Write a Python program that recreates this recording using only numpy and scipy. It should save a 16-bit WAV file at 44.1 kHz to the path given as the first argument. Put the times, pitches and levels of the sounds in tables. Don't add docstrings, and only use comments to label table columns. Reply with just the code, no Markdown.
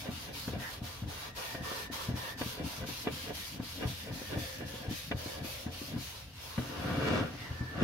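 import sys
import numpy as np
from scipy import signal
from scipy.fft import rfft, irfft, next_fast_len
from scipy.io import wavfile
from scipy.ndimage import uniform_filter1d

SR = 44100
rng = np.random.default_rng(int(sys.argv[2]) if len(sys.argv) > 2 else 0)


def master(y):
    cut = np.clip(np.atleast_2d(y).T, -1, 1)
    pcm = np.round(cut * 32767)
    wavfile.write(sys.argv[1], SR, pcm.astype(np.int16))


N = 345479
TIME = np.arange(N) / SR


def amp(db):
    return 10 ** (np.asarray(db) / 20)


def unit(x):
    return x / np.sqrt(np.mean(x ** 2) + 1e-20)


def curve(rows, axis=1):
    rows = np.array(rows)
    return np.interp(TIME, rows[:, 0], rows[:, axis])


def at_hz(points, hz):
    table_hz, value = np.transpose(points)
    return np.interp(np.log(hz + 1), np.log(table_hz), value)


def colour(x, points):
    size = next_fast_len(N)
    gain = amp(at_hz(points, np.fft.rfftfreq(size, 1 / SR)))
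    return unit(irfft(rfft(x, size) * gain, size)[..., :N])


def butter(x, order, cutoff_hz, kind="low"):
    return signal.sosfilt(signal.butter(order, cutoff_hz, kind, fs=SR, output="sos"), x)


def wander(rate_hz):
    lowpass = np.exp(-(np.fft.rfftfreq(N, 1 / SR) / rate_hz) ** 2)
    return unit(irfft(rfft(rng.standard_normal(N)) * lowpass, N))


def swell(s, rise_s, fall_s):
    width_s = np.where(TIME < s, rise_s, fall_s)
    return np.exp(-.5 * ((TIME - s) / width_s) ** 2)


def slips(per_s, spread_db):
    size = amp(spread_db * np.minimum(rng.exponential(1, N), 4.5))
    happens = rng.random(N) < per_s / SR
    return unit(rng.standard_normal(N) * size * happens)


def pair(make, same):
    same = np.clip(same, 0, 1)
    shared = make()
    separate = np.array([make(), make()])
    return np.sqrt(same) * shared + np.sqrt(1 - same) * separate


def noise():
    return rng.standard_normal(N)


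def through(x, response):
    return signal.fftconvolve(np.atleast_2d(x), np.atleast_2d(response), axes=1)[:, :N]


def ring(modes, skew=0):
    t = np.arange(SR // 3) / SR
    h = np.zeros(len(t))
    for k, (hz, db, t60) in enumerate(modes):
        phase = skew * k * (-1) ** k
        h += amp(db - 60 * t / t60) * np.sin(2 * np.pi * hz * t + phase)
    return h / np.linalg.norm(h)


def mottle(x, patch_db):
    z = signal.stft(x, SR, nperseg=1024)[2]
    patches = rng.standard_normal(z.shape[1:])
    for axis in (0, 1):
        patches = uniform_filter1d(patches, size=7, axis=axis)
    return unit(signal.istft(z * amp(patch_db * unit(patches)), SR, nperseg=1024)[1][:, :N])


# freq_hz, relative_db
AIR_SPECTRUM = [(20, -18), (80, -2), (300, -27), (1400, -29.5), (16000, -57.5)]


def room_air():
    return amp(-53.0) * colour(pair(noise, 0.95), AIR_SPECTRUM)


# freq_hz, t60_s
ROOM_DECAY = [(100, 0.088), (1000, 0.075), (15000, 0.029)]


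def workshop(x):
    taps = rng.standard_normal((2, SR // 2)) * (rng.random((2, SR // 2)) < 2500 / SR)
    taps[:, :SR // 250] = 0
    hz, t, z = signal.stft(taps, SR, nperseg=256)
    decay_db = -60 * t / at_hz(ROOM_DECAY, hz)[:, None]
    tail = signal.istft(z * amp(decay_db), SR, nperseg=256)[1]
    return through(x, tail / np.linalg.norm(tail[0]))


# freq_hz, relative_db, t60_s
SWAY_MODES = [(85, 2.5, 0.61), (126.2, 8, 0.23), (258.6, 4.5, 0.092), (327, -8, 0.033)]


def sway(x):
    return through(x, ring(SWAY_MODES))


# freq_hz, relative_db, t60_s
WOOD_MODES = [(450, 1, 0.15), (564, 8, 0.023), (682, 12.5, 0.018), (998, 9, 0.013), (1196, -2, 0.051),
              (1527, 6, 0.031), (1680, 9, 0.021), (1908, 8.5, 0.02), (2325, 8, 0.03), (2804, 10.5, 0.021),
              (3466, 11.5, 0.012)]


def ring_panels(x):
    return through(x, [ring(WOOD_MODES, skew=-0.18), ring(WOOD_MODES, skew=0.1)])


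# time_s, relative_db
DRAG_FORCE = [(6.5, -74), (6.63, -45.5), (6.77, -42), (6.85, -37), (7.01, -35.5), (7.08, -30), (7.2, -31.5),
              (7.35, -48), (7.68, -52), (7.825, -32)]


def drag_force():
    return amp(curve(DRAG_FORCE)) * (TIME > DRAG_FORCE[0][0])


# freq_hz, relative_db
GROAN_SPECTRUM = [(35, -14), (85, 12), (290, 7.5), (380, -14.5), (700, -2), (2000, -52)]
# freq_hz, relative_db
SCRAPE_SPECTRUM = [(150, -24), (300, 5.5), (690, -2), (860, -9.5), (1200, 1.5), (1600, -0.5), (2050, -7.5),
                   (4500, -24.5), (9000, -39)]


def drag():
    level = drag_force()
    weight = level / level.max()
    judder = pair(lambda: slips(2200, 1.1), 0.49)
    scrape = colour(judder, SCRAPE_SPECTRUM) + amp(1.5) * np.sqrt(weight) * unit(ring_panels(judder))
    scratch = unit(butter(judder, 2, [2600, 5600], "bandpass"))
    rumble = colour(pair(lambda: slips(900, 0.58), 1.0), GROAN_SPECTRUM)
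    sliding = level * (amp(-5.5) * scrape + amp(-16.5) * weight * scratch)
    return (sliding + amp(-29.5) * weight ** 1.23 * rumble) * amp([[.9], [-.9]])


# time_s, thud_relative_db, thud_pitch_hz, clack_relative_db
BUMP_EVENTS = [(0.091, -28, 182, -61), (0.48, -29, 168, -36), (0.536, -31.5, 318, -53),
               (0.57, -28.5, 147, -61), (0.821, -32, 142, -67), (1.025, -31, 150, -57),
               (1.061, -31, 119, -70), (1.548, -36, 302, -36), (1.611, -33, 160, -49),
               (1.717, -37, 278, -39), (1.902, -36.5, 283, -51), (2.091, -25.5, 143, -44),
               (2.143, -27.5, 133, -60), (2.414, -28.5, 280, -31.5), (2.464, -30.5, 169, -54),
               (2.603, -32.5, 285, -56), (2.838, -35.5, 252, -44), (2.889, -34.5, 234, -45),
               (3.072, -24.5, 380, -30), (3.077, -26.5, 268, -42), (3.601, -28.5, 183, -42),
               (3.858, -26, 116, -40), (4.112, -35, 143, -41), (4.218, -34, 300, -48),
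               (4.373, -29.5, 127, -35), (4.607, -35, 240, -39), (4.742, -34, 250, -57),
               (4.884, -30.5, 105, -45), (4.913, -28.5, 200, -60), (5.114, -29, 483, -29),
               (5.149, -30.5, 106, -64), (5.262, -33, 260, -47), (5.448, -33, 210, -52),
               (5.666, -29.5, 186, -42), (5.818, -34, 255, -58), (5.965, -28, 151, -44),
               (6.579, -32, 238, -33.5), (6.584, -23, 162, -61), (7.513, -34.5, 91.5, -62),
               (7.612, -27, 124, -64), (7.824, -18.5, 203, -50)]


def chatter(body_db=-17):
    shuffles = [amp(thud_db) * swell(s, 0.005, 0.028) for s, thud_db, hz, clack_db in BUMP_EVENTS]
    body_spectrum = [(60, -23), (140, -1), (290, 5), (380, -7), (700, -11), (1500, -17.5), (5000, -48)]
    body = colour(pair(lambda: slips(3000, 0.59), 0.8), body_spectrum)
    return amp(body_db) * np.max(shuffles, axis=0) * body * amp([[2], [-2]])


def bumps(rattle_s=0.013):
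    thuds, clacks = np.zeros(N), np.zeros(N)
    t = np.arange(SR // 20) / SR
    fade = np.exp(-t / rattle_s)
    for s, thud_db, hz, clack_db in BUMP_EVENTS:
        start = round(s * SR)
        span = slice(max(start - len(t), 0), start + len(t))
        u = np.pi * hz * (TIME[span] - s)
        thuds[span] += amp(thud_db) * (1 - 2 * u ** 2) * np.exp(-u ** 2)
        phase = np.angle(rfft(fade * rng.standard_normal(len(t))))
        contact = fade * irfft(np.exp(1j * phase), len(t))
        contact = butter(contact / np.linalg.norm(contact), 2, 7.7 * hz)
        part = clacks[start:][:len(t)]
        part += amp(clack_db) * contact[:len(part)]
    low = amp(3.0) * thuds + amp(-19.0) * sway(thuds)
    crack = butter(clacks, 2, [350, 2000], "bandpass")
    wooden = ring_panels(clacks) + amp(-5) * crack
    return low * amp([[1.2], [-1.2]]) + amp(25.5) * wooden


# turn_time_s, turn_hiss_db, sliding_hiss_db
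STROKE_TURNS = [(-0.14, -45, -44), (0.093, -53, -46), (0.315, -54, -45), (0.569, -53.5, -46.5),
                (0.811, -57.5, -47), (1.056, -57, -46), (1.334, -59.5, -44.5), (1.605, -53.5, -43.5),
                (1.9, -61, -43.5), (2.137, -54.5, -44.5), (2.359, -57.5, -44), (2.62, -53, -45),
                (2.844, -53, -44), (3.097, -52.5, -44.5), (3.317, -51.5, -44), (3.6, -56.5, -45.5),
                (3.851, -50, -45), (4.106, -53.5, -46), (4.356, -50, -45), (4.639, -54.5, -47),
                (4.876, -54, -45), (5.145, -56.5, -45.5), (5.413, -53.5, -45), (5.693, -55, -46.5),
                (5.955, -52.5, -46.5), (6.28, -56, -47), (7.34, -51, -52), (8.1, -5, -50)]
TURNS_S, TURN_DB, SLIDE_DB = np.transpose(STROKE_TURNS)
BRISK_S = 0.24
PACE = np.minimum(BRISK_S / np.diff(TURNS_S, append=np.inf), 1)


def stroke_motion(bite=0.16, ease=0.33, rest=0.046):
    place = np.interp(TIME, TURNS_S, np.arange(len(TURNS_S)))
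    k = place.astype(int)
    u = place - k
    rise = np.sin(np.pi / 2 * np.clip((u - rest) / bite, 0, 1))
    fall = np.sin(np.pi / 2 * np.clip((1 - u - rest) / ease, 0, 1)) ** 0.85
    return k, u, rise * fall


def turn_swell(lead_s, width_s, groan_db=-46, follow=1.0):
    sizes = amp(groan_db + follow * (TURN_DB - np.median(TURN_DB))) * PACE ** 0.72
    return sum(size * swell(s - lead_s, width_s, width_s) for s, size in zip(TURNS_S, sizes))


def resonance(hz, width_hz):
    carrier = np.exp(2j * np.pi * np.cumsum(hz * np.ones(N)) / SR)
    r = np.exp(-np.pi * width_hz / SR)
    z = pair(noise, 0.064) / carrier
    for _ in range(2):
        z = signal.lfilter([1 - r], [1, -r], z)
    steadied = z / np.sqrt(abs(z))
    return unit((steadied * carrier).real)


# centre_s, length_s, pitch_hz, pole_width_hz, level_db
POCKET_WHISTLES = [(0.658, 0.044, 1800, 480, -44.5), (1.67, 0.25, 1825, 95, -50),
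                   (2.278, 0.072, 1800, 170, -47.5), (4.49, 0.35, 1754, 161, -53.5),
                   (5.3, 0.13, 1720, 140, -56), (7.452, 0.045, 1960, 230, -48), (7.69, 0.13, 1750, 70, -49)]
WHISTLE_SAG_HZ_PER_S = 140
# nearest_s, approach_s, leaving_s, pitch_hz, relative_db
SINGING_PANELS = [(2.26, 0.73, 1, 986, -61), (5.24, 0.043, 0.35, 560, -49), (4.7, 0.43, 0.22, 548, -52.5)]


def hollow():
    whistles = 0
    for s, length_s, hz, width_hz, db in POCKET_WHISTLES:
        falling_hz = hz - WHISTLE_SAG_HZ_PER_S * (TIME - s)
        whistles = whistles + amp(db) * swell(s, length_s, length_s) * resonance(falling_hz, width_hz)
    singing = 0
    for s, rise_s, fall_s, hz, db in SINGING_PANELS:
        singing = singing + amp(db) * swell(s, rise_s, fall_s) * resonance(hz, width_hz=130)
    speed = stroke_motion()[2]
    return whistles + (1 + speed) / 2 * singing


def groans():
    judder = pair(lambda: slips(1100, 0.98), 1.0)
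    rumble = mottle(colour(judder, GROAN_SPECTRUM), patch_db=4.5)
    shudder = turn_swell(lead_s=-0.0045, width_s=0.058) * rumble
    grip = turn_swell(lead_s=0.017, width_s=0.035)
    friction = colour(pair(lambda: slips(2500, 0.85), 0.54), [(600, -6.5), (3000, -12.0)])
    scuff = unit(ring_panels(friction))
    bark = (grip / grip.max()) ** 2.33 * scuff
    return amp(2.5) * shudder * amp([[1.2], [-1.2]]) + amp(-36.0) * bark


# time_s, relative_db
CLOTH_PRESSURE = [(0, -55), (1.15, -49.5), (1.45, -45), (2.25, -46.5), (2.9, -52.5), (3.7, -59),
                  (4.9, -55.5), (5.07, -76), (5.19, -52.5), (5.8, -57.5), (6.5, -54), (7.0, -47),
                  (7.8, -59.5)]
PUSH_EASE_DB = 5


def rub_force():
    k, u, speed = stroke_motion()
    return speed * amp(curve(CLOTH_PRESSURE) - PUSH_EASE_DB * (k % 2 == 0) * u)


def box_rub():
    friction = pair(lambda: slips(8000, 2.0), 0.12)
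    direct = colour(friction[::-1], [(300, 5.0), (1000, 28.0), (1700, 17.5), (3500, -55.0)])
    murmur = mottle(unit(ring_panels(friction)) + direct, patch_db=2.3)
    shake = unit(sway(pair(lambda: slips(900, 1.0), 1.0)))
    return amp(2.0) * rub_force() * murmur + amp(-60) * shake


def stroke_level(push_fade_db=6.0, drag_hiss_db=-21):
    k, u, speed = stroke_motion()
    sliding_db = SLIDE_DB[k] - push_fade_db * (k % 2 == 0) * (u - .5)
    level = speed * amp(sliding_db) + (1 - speed) * amp(curve(STROKE_TURNS))
    return 20 * np.log10(np.hypot(level, amp(drag_hiss_db) * drag_force()))


def slow_wipe(from_s=6.5, over_s=0.42):
    return np.clip((TIME - from_s) / over_s, 0, 1)


# freq_hz, relative_db
FIBRE_SPECTRUM = [(400, -16.5), (1000, -9), (3200, 1), (4600, -0.5), (6300, -5), (7200, -11), (8200, -12.5),
                  (9600, -10), (11500, -7.5), (16000, -13.5)]


def cloth():
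    level_db = stroke_level()
    near = slips(2500, 0.57)
    near_pair = np.array([near, np.roll(near, shift=18)])
    fibres = np.array([slips(16000, 1.0) for _ in range(2)]) + 0.3 * near_pair
    hiss = mottle(colour(fibres, FIBRE_SPECTRUM), patch_db=1.8) * amp(level_db)
    dull = butter(hiss, 1, 5000)
    sheen_db = np.clip(.5 * (level_db + 48.5), -6, 2) + wander(16) - 6 * slow_wipe()
    return (dull + (hiss - dull) * amp(sheen_db)) * amp([[.5], [-.5]])


def scene():
    hiss = cloth()
    wood = box_rub() + groans() + hollow() + drag() + bumps() + chatter()
    radiated = butter(wood, 2, 300, "highpass")
    echo = workshop(amp(-14) * (hiss + radiated))
    return hiss + wood + echo + room_air()


def record(dry, edge_hz=15850):
    lean = butter(dry, 2, 35, "highpass")
    treble_cut = signal.firwin(601, edge_hz, window=("kaiser", 9), fs=SR)
    return signal.oaconvolve(lean, treble_cut[None], "same")


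dry = scene()
out = record(dry)
master(out)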